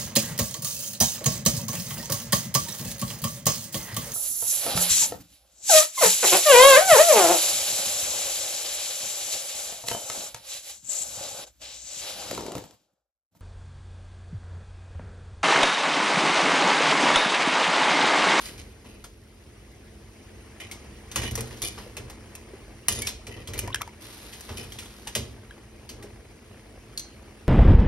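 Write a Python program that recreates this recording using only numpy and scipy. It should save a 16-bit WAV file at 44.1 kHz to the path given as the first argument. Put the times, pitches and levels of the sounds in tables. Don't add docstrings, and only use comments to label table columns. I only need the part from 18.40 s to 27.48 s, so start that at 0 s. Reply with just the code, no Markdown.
import sys
import numpy as np
from scipy import signal
from scipy.fft import rfft, irfft, next_fast_len
from scipy.io import wavfile
from scipy.ndimage import uniform_filter1d, map_coordinates

SR = 44100
rng = np.random.default_rng(int(sys.argv[2]) if len(sys.argv) > 2 else 0)


def store_wav(level_fs):
    pcm = np.round(np.clip(np.atleast_2d(level_fs), -1, 1) * 32767)
    wavfile.write(sys.argv[1], SR, pcm.T.astype(np.int16))


N = 400428

# frequency in Hz, decay time t60 in s.
ROOM_DECAY = [(100, 0.83), (1000, 0.2), (4000, 0.39), (14000, 0.2)]
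WATER_ROOM_DB = -8

# time in s, gain in dB.
NEARNESS_GAIN = [(0, 2), (.8, -5.5), (1.1, -2), (2.6, 3.5), (7.2, -1), (9.08, 0)]
BURNER_DB, BURNER_FOLLOWS, SIMMER_DB = -49.5, 0.57, -54
# frequency in Hz, level in dB rms.
FAN_TONES = [(114, -71), (215.3, -60), (339.1, -63.5), (443, -68)]

# frequency in Hz, relative level in dB per Hz.
BURNER_COLOUR = [(32, -36), (44, 7), (120, 0.5), (160, -11.5), (230, -8), (420, -8.5), (750, -22.5),
                 (1500, -50), (6000, -68)]
SIMMER_COLOUR = [(300, 9), (900, 2.5), (1400, -1), (2100, 2.5), (3100, -1.5), (3700, -7.5), (4600, -5.5),
                 (7200, -6.5), (10000, -9), (16000, -28)]
HISS_COLOUR = [(500, 0.5), (1700, 1.5), (3200, 3.5), (4000, 4.5), (6000, 0), (9500, -1.5), (12000, 0),
               (14000, -3.5), (16000, -27)]
SLOSH_COLOUR = [(40, 8), (110, 7.5), (165, -5.5), (230, 1.5), (450, 2.5), (750, -9.5), (1300, -12),
                (3000, -42)]
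SCRAPE_COLOUR = [(200, 3.5), (600, 2), (1500, -6), (2000, 3.5), (3100, 2), (4600, 3), (6500, 1.5),
                 (10200, -1), (12500, -3), (16000, -24)]
CRACK_COLOUR = [(100, -2), (400, -6.5), (1000, -2), (1450, -2.5), (2000, 1.5), (3100, 4), (4600, 2),
                (6500, 4.5), (8500, 4.5), (10200, -4.5), (12500, 2), (16000, -22)]

# start in s, hold in s, level in dB.
SIZZLE_SPELLS = [(0, 0.019, -39.5), (2.737, 0.71, -49), (5.604, 1.24, -46)]
SIZZLE_ATTACK_S, SIZZLE_SAG_DB_PER_S, SIZZLE_RELEASE_DB_PER_S = 0.008, 7, 78
FIZZ_DB = -64.5
DROPLET_DB, DROPLET_HZ, DROPLETS_PER_S = -0.5, 3660, 120

BUBBLE_DB, BUBBLE_SPREAD_DB, BUBBLE_CYCLES = -58.5, 13, 18
BURST_DB = -60.5
AT_POT_S = 2
# start in s, pitch in Hz, level in dB, t60 in s, level of the surface snap in dB.
AIR_POCKETS = [(4.622, 2233, -31.5, 0.19, -45), (5.2754, 650, -31.5, 0.024, -31),
               (5.28, 920, -25, 0.026, -41), (5.303, 1030, -31.5, 0.043, -43),
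               (5.3448, 1595, -10.5, 0.013, -17), (5.357, 1584, -25, 0.039, -28),
               (5.4108, 1010, -20.5, 0.013, -36), (5.4171, 1206, -17.5, 0.018, -22.5),
               (5.476, 890, -31, 0.038, -39.5), (7.109, 1580, -33.5, 0.028, -48)]
SNAP_T60_S = 0.021
SPLIT_RATIO, SPLIT_DB = 1.98, -4

# start in s, surface, strike level in dB before
# colouring, note in Hz, slide length in s, scrape level in dB before easing off, boom level in dB.
PUSH_EVENTS = [(0.0565, "claw", -25, 4860, 0.04, -41, -41.5), (0.179, "claw", -33, 2390, 0.037, -45, -47),
               (0.445, "belly", -40, 790, 0.2, -56, -54), (2.2004, "back", -30, 1850, 0.063, -40.5, -79),
               (2.7589, "back", -11.5, 6700, 0.054, -32.5, -25),
               (2.818, "back", -24, 2440, 0.085, -32.5, -28.5),
               (2.976, "back", -22, 1130, 0.042, -42, -23.5),
               (3.108, "belly", -34.5, 1890, 0.078, -51.5, -40.5),
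               (3.219, "rim", -19, 7300, 0.065, -29.5, -34.5),
               (3.378, "belly", -30, 1170, 0.033, -43.5, -48),
               (3.5681, "back", -22.5, 2640, 0.026, -44, -32.5),
               (4.4834, "rim", -6.5, 2963, 0.21, -35, -29), (4.868, "back", -27, 2350, 0.16, -46, -36),
               (5.074, "claw", -24, 3240, 0.031, -45, -30.5), (5.135, "back", -23, 1850, 0.25, -47, -27),
               (5.93, "claw", -28.5, 3200, 0.036, -47.5, -62),
               (6.0902, "belly", -27.5, 1010, 0.08, -54, -33),
               (6.1704, "claw", -24.5, 3030, 0.074, -41, -31), (6.3868, "claw", -22, 3400, 0.055, -51, -53),
               (6.7512, "claw", -10, 3220, 0.06, -51, -23), (7.4914, "claw", -25, 4500, 0.088, -63, -42)]
# start in s, surface, strike level in dB before colouring, note in Hz.
TAP_EVENTS = [(0.6407, "back", -29, 1390), (2.313, "claw", -22.5, 2200), (2.715, "back", -25.5, 5960),
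              (2.787, "back", -25, 1880), (2.832, "back", -25, 2100), (2.911, "rim", -26.5, 9700),
              (2.954, "rim", -18, 5860), (3.0071, "rim", -23, 10000), (3.073, "back", -35, 1850),
              (3.171, "back", -36.5, 5660), (3.698, "back", -29.5, 1070), (3.9519, "rim", -28, 2660),
              (4.524, "rim", -19, 10200), (4.619, "rim", -18.5, 10000), (4.6703, "claw", -13, 5540),
              (5.178, "rim", -25, 4230), (5.19, "rim", -15.5, 10450), (6.0074, "rim", -30.5, 5900),
              (6.321, "claw", -27, 3170), (6.425, "back", -32.5, 1390), (6.457, "back", -34, 3300),
              (6.672, "back", -20.5, 2960), (6.7578, "back", -23, 605), (7.6253, "back", -31, 1920)]
SURFACE_COLOURS = {"rim": (4.9, 9.3, 0.034, 5.8), "claw": (-4, -2, 0.14, -3),
                   "back": (6.5, 0, 0.1068, -10.5), "belly": (13, -9, 0.24, -4)}
# start in s, pitch in Hz, level in dB.
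SHELL_KNOCKS = [(0.461, 266, -33), (2.761, 1036, -26), (2.979, 480, -24), (3.463, 474, -33.5),
                (4.134, 389, -30), (6.668, 884, -35), (6.759, 555, -25.5), (7.641, 414, -29)]
KNOCK_T60_S = 0.049
# start in s, level in dB before a treble lift.
TONG_CLACKS = [(8.5754, -45), (8.5947, -50)]

# mode in Hz, level in dB, t60 in s.
POT_MODES = [(68, -9, .25), (96, -5, .22), (117, 0, .23), (230, -11, .22), (325, -13, .16), (450, -7, .11),
             (590, -9, .1)]
# mode in Hz, level in dB, t60 in s before damping.
STEEL_MODES = [(1190, -11, .16), (1885, -1, .14), (2040, -2, .2), (2445, 2, .16), (2705, -4, .1),
               (2972, 4, .12), (3225, -1, .14), (3590, -5, .18), (4258, -7, .16), (4822, -5, .12),
               (5230, -5, .18), (5886, -5, .12), (6690, -6, .15), (9850, 2, .06), (10180, 2, .06),
               (10950, -1, .09), (11990, -5, .1)]
# mode in Hz, level in dB, t60 in s before damping.
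ARM_MODES = [(3888, -5, .09), (4215, 0, .08), (4295, 1, .08), (4600, 1, .11), (5395, -3, .11),
             (6060, -1, .11), (8720, -4, .09), (9790, -6, .08), (10830, -4, .08), (12200, -4, .08)]
STRIKE_TO_BOOM_S, ROCK_S = 0.01094, .083
SLOSH_DB, SLOSH_FOLLOWS = -24.5, 0.47
GRIP_DETUNE = 0.0069
SPOT_DB, SPOT_T60_S = -9, .028
WANDER_HZ = 21
DAMPED_T60_S, AFTER_RING_DB = 0.03, -13.5
SCRAPE_SAG_DB = 5.5

# frequency in Hz, left port's phase lead in radians.
PORT_LEAD = [(1800, 0), (2400, -1.2), (4300, -1.3), (5100, 0), (6200, 1.5), (7400, 3.1), (8500, 4.3),
             (9800, 6.1), (11300, 6.6), (12800, 9), (14300, 9.7), (15500, 12.3)]
# frequency in Hz, likeness of diffuse sound at the two ports, 1 being identical.
PORT_LIKENESS = [(60, .997), (130, .985), (300, .88), (650, .5), (1300, .75), (2600, .3), (4000, .25),
                 (5200, .65), (7200, .98)]
# frequency in Hz, left minus right in dB.
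PORT_COLOUR = [(200, -1), (1200, 4), (2400, -0.5), (8000, 0)]
TOP_HZ = 16500


def amp(db):
    return 10 ** (np.asarray(db) / 20)


def unit(x):
    return x / np.sqrt(np.mean(x ** 2) + 1e-20)


def along(points, hz):
    f, v = np.transpose(points)
    return np.interp(np.log(hz + 1), np.log(f + 1), v)


def seconds(length):
    return np.arange(int(length * SR)) / SR


def onset(t, rise_s):
    return 1 - np.exp(-t / rise_s)


def wobble(rate):
    knots = rng.standard_normal(int(N * rate / SR) + 4)
    coarse = np.arange(0, N + 64, 64)
    return np.interp(np.arange(N), coarse, map_coordinates(knots, [coarse * rate / SR]))


def add(track, s, sound):
    part = track[..., max(round(s * SR), 0):][..., :sound.shape[-1]]
    part += sound[..., :part.shape[-1]]


def filtered(x, response):
    n = x.shape[-1]
    m = next_fast_len(n + 4096)
    return irfft(rfft(x, m) * response(np.fft.rfftfreq(m, 1 / SR)), m)[..., :n]


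def shelf(hz, db, corner_hz):
    return amp(db / (1 + (corner_hz / (hz + 1)) ** 4))


def diffuse(pair, spectrum):
    def response(hz):
        turn = np.arccos(np.clip(along(PORT_LIKENESS, hz), -1, 1)) / 2
        return amp(along(spectrum, hz)) * np.array([np.cos(turn), np.sin(turn)])
    mid, side = filtered(pair, response)
    return unit(np.array([mid + side, mid - side]))


def rush(spectrum):
    return diffuse(rng.standard_normal((2, N)), spectrum)


def patchy(n, depth_db):
    z = signal.stft(rng.standard_normal((2, n)), nperseg=512)[2]
    field = uniform_filter1d(rng.standard_normal(z.shape[1:]), size=3, axis=0)
    field = uniform_filter1d(field, size=4, axis=1)
    return signal.istft(z * amp(depth_db * unit(field)), nperseg=512)[1][:, :n]


def grains(n, rate, spread_db, life):
    chance, size = rng.random(n), rng.standard_normal(n)
    kicks = (chance < rate / SR) * amp(spread_db * np.clip(size, -2, 2))
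    power = signal.lfilter([1], [1, -np.exp(-2 / (life * SR))], kicks ** 2)
    mean_power = np.mean(kicks ** 2) * life * SR / 2
    return np.sqrt(np.abs(power) / (mean_power + 1e-12))


def ring(modes, t, scatter_db, blur_hz=0):
    hz, db, t60 = np.transpose(modes)[:, :, None]
    strength = amp(db + scatter_db * rng.standard_normal(hz.shape))
    steps = rng.standard_normal((len(hz), len(t)))
    drift = np.cumsum(steps, axis=1) * np.sqrt(blur_hz / (2 * np.pi * SR))
    waves = np.sin(2 * np.pi * (hz * t + rng.random(hz.shape) + drift)) * amp(-60 * t / t60)
    return (strength * waves).sum(0) / np.linalg.norm(strength)


def note(hz, t60):
    t = seconds(.1)
    return ring([(hz, 0, t60)], t, scatter_db=0, blur_hz=WANDER_HZ) * onset(t, 1 / hz)


def kitchen(x):
    colour = [(100, 6.0), (3000, 0.0), (7000, 0.5), (15000, -9.5)]
    noise = diffuse(rng.standard_normal((2, SR // 2)), colour)
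    hz, t, z = signal.stft(noise, SR, nperseg=256)
    tail = signal.istft(z * amp(-60 * t / along(ROOM_DECAY, hz)[:, None]), SR, nperseg=256)[1]
    delay = int(0.0046 * SR)
    tail = np.pad(tail / np.linalg.norm(tail[0]), ((0, 0), (delay, 0)))
    return signal.fftconvolve(x, tail, axes=1)[:, :N]


def nearness():
    s, db = np.transpose(NEARNESS_GAIN)
    return np.interp(np.arange(N) / SR, s, db)


def fan(near_db):
    t = np.arange(N) / SR
    hum = sum(amp(db) * np.sqrt(2) * np.sin(2 * np.pi * hz * t + wobble(18)) for hz, db in FAN_TONES)
    return amp(BURNER_FOLLOWS * near_db) * hum


def burner(near_db):
    return amp(BURNER_DB + BURNER_FOLLOWS * near_db + wobble(13)) * rush(BURNER_COLOUR)


def simmer(near_db):
    murmur = diffuse(patchy(N, depth_db=2.5), SIMMER_COLOUR)
    return amp(SIMMER_DB + near_db + 0.47 * wobble(14)) * murmur


def sizzle():
    power = np.full(N, amp(FIZZ_DB) ** 2)
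    for s, hold, db in SIZZLE_SPELLS:
        t = seconds(hold + 1)
        fall_db = SIZZLE_SAG_DB_PER_S * t + SIZZLE_RELEASE_DB_PER_S * np.maximum(t - hold, 0)
        add(power, s, (amp(db - fall_db) * onset(t, SIZZLE_ATTACK_S)) ** 2)
    crackle = grains(N, rate=700, spread_db=4, life=.001)
    return np.sqrt(power) * diffuse(rng.standard_normal((2, N)) * np.hypot(1, crackle), HISS_COLOUR)


def bubble(hz, t60, rise):
    t = seconds(t60)
    wave = np.sin(2 * np.pi * hz * t * (1 + rise * t / t60))
    return wave * amp(-60 * t / t60) * onset(t, 0.00084)


def droplets():
    out = np.zeros(N)
    for s, hold, db in SIZZLE_SPELLS:
        for when, pitch, size in rng.random((int(hold * DROPLETS_PER_S), 3)):
            hz = DROPLET_HZ * 2 ** (3 * (pitch - .5))
            level_db = db + DROPLET_DB - SIZZLE_SAG_DB_PER_S * when * hold + 14 * size ** 3
            add(out, s + when * hold, amp(level_db) * bubble(hz, 14 / hz, rise=.1))
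    return out


def small_bubbles(count=1100):
    out = np.zeros(N)
    for when, pitch, size in rng.random((count, 3)):
        hz = 450 * 6.5 ** pitch
        s = AT_POT_S + (N / SR - AT_POT_S) * when
        level_db = BUBBLE_DB + BUBBLE_SPREAD_DB * size ** 3
        add(out, s, amp(level_db) * bubble(hz, BUBBLE_CYCLES / hz, rise=0.1))
    return out


def steam_bursts():
    at_pot = np.arange(N) > AT_POT_S * SR
    bursts = rng.standard_normal(N) * grains(N, rate=34, spread_db=1, life=.005) * at_pot
    colour = lambda hz: amp(along(SIMMER_COLOUR, hz)) * shelf(hz, -10, 3300)
    return amp(BURST_DB) * unit(filtered(bursts, colour))


def snap():
    t = seconds(.03)
    colour = lambda hz: amp(along(CRACK_COLOUR, hz)) * shelf(hz, -2, 2400)
    burst = unit(filtered(rng.standard_normal(len(t)), colour))
    return burst * amp(-60 * t / SNAP_T60_S) * onset(t, 0.00051)


def plops():
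    out = np.zeros(N)
    for s, hz, db, t60, snap_db in AIR_POCKETS:
        add(out, s, amp(snap_db) * snap())
        add(out, s, amp(db) * bubble(hz, t60, rise=min(.2, .004 / t60)))
        add(out, s, amp(db + SPLIT_DB) * bubble(hz * SPLIT_RATIO, t60=0.014, rise=0.03))
        for when, pitch in rng.random((4, 2)):
            blip = bubble(hz * (.5 + 2 * pitch), t60, rise=.1)
            add(out, s + .04 * (when - .5), amp(db - 15) * blip)
    return out


def jolts(count=2):
    return [(s + STRIKE_TO_BOOM_S + k * ROCK_S, db)
            for s, *_, length, _, db in PUSH_EVENTS for k in range(count) if k * ROCK_S < length]


def slosh():
    power, t = np.zeros(N), seconds(0.69)
    for s, db in jolts():
        level = amp(SLOSH_DB + SLOSH_FOLLOWS * db - 60 * t / 0.43)
        add(power, s, (level * onset(t, 0.00084)) ** 2)
    return np.sqrt(power) * rush(SLOSH_COLOUR)


def pot_booms():
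    out, t = np.zeros(N), seconds(0.69)
    for s, db in jolts():
        add(out, s, amp(db) * ring(POT_MODES, t, scatter_db=2) * onset(t, 0.0081))
    return out


def shell_knocks():
    out = np.zeros(N)
    for s, hz, db in SHELL_KNOCKS:
        add(out, s, amp(db) * (note(hz, KNOCK_T60_S) + amp(-14.0) * note(hz * 1.6, KNOCK_T60_S / 2)))
    return out


def scrapes():
    out = np.zeros((2, N))
    for s, surface, _, _, length, db, _ in PUSH_EVENTS:
        *_, treble_db = SURFACE_COLOURS[surface]
        t, held = seconds(length + 0.08), seconds(.05)
        body = ring(STEEL_MODES, held * rng.uniform(.99, 1.01), scatter_db=2) * amp(-60 * held / .06)
        catches = grains(len(t), rate=260, spread_db=2.5, life=.002)
        slips = diffuse(patchy(len(t), depth_db=3.5) * catches, SCRAPE_COLOUR)
        rung = unit(signal.fftconvolve(slips, body[None], axes=1)[:, :len(t)])
        release = np.exp(-np.maximum(t - length, 0) / 0.0091)
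        pressure = onset(t, 0.0027) * release * amp(-SCRAPE_SAG_DB * t / length)
        stroke = unit(filtered(slips + rung, lambda hz: shelf(hz, treble_db, 3700)))
        add(out, s, amp(db) * pressure * stroke)
    return out


def blow(modes, crack_t60, ring_db):
    t = seconds(.22)
    late = t - rng.uniform(0.0037, 0.0046)
    rebound = (late > 0) * amp(-14.5 - 60 * np.abs(late) / crack_t60)
    chatter = amp(-13.0 - 60 * t / 0.053)
    dying = amp(-60 * t / crack_t60) + rebound + chatter
    crack = unit(filtered(rng.standard_normal(len(t)), lambda hz: amp(along(CRACK_COLOUR, hz)))) * dying
    choke = amp(-60 * t / DAMPED_T60_S) + amp(AFTER_RING_DB)
    steel = choke * ring(modes, t, scatter_db=4.5, blur_hz=WANDER_HZ)
    return (amp(-2.5) * crack + amp(ring_db) * steel) * onset(t, 0.0002)


def clacks():
    out = np.zeros(N)
    for s, db in TONG_CLACKS:
        clack = blow(ARM_MODES, crack_t60=0.059, ring_db=6.5)
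        add(out, s, amp(db) * filtered(clack, lambda hz: shelf(hz, 17.5, 2300)))
    return out


def strike(surface, db, pitch_hz):
    knock_db, treble_db, crack_t60, _ = SURFACE_COLOURS[surface]
    colour = lambda hz: shelf(hz, treble_db, 6000) * shelf(hz, -knock_db, 1710) * amp(knock_db)
    modes = np.array(STEEL_MODES) * [1 + GRIP_DETUNE * rng.uniform(-1.3, 1), 1, 1]
    sound = amp(db - 11.0) * filtered(blow(modes, crack_t60, ring_db=8.0 + 0.61 * db), colour)
    add(sound, 0, amp(db + SPOT_DB) * note(pitch_hz, SPOT_T60_S))
    return sound


def strikes():
    out = np.zeros(N)
    for s, surface, db, hz, *_ in TAP_EVENTS + PUSH_EVENTS:
        add(out, s, strike(surface, db, hz))
    return out


def scene():
    near_db = nearness()
    stove = fan(near_db) + burner(near_db) + simmer(near_db) + sizzle()
    wet = droplets() + small_bubbles() + steam_bursts() + plops()
    handling = slosh() + pot_booms() + shell_knocks() + scrapes() + clacks() + strikes()
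    walls = amp(-10.0) * kitchen(handling + amp(WATER_ROOM_DB) * wet)
    sound = stove + wet + handling + walls
    return filtered(sound, lambda hz: np.exp(.5j * np.array([[1], [-1]]) * along(PORT_LEAD, hz)))


def record(dry):
    band = lambda hz: (hz < TOP_HZ) / np.hypot(1, (41 / (hz + 1)) ** 6)
    balance = lambda hz: amp(np.array([[.5], [-.5]]) * along(PORT_COLOUR, hz))
    return filtered(dry, lambda hz: band(hz) * balance(hz))


dry = scene()
out = record(dry)
store_wav(out)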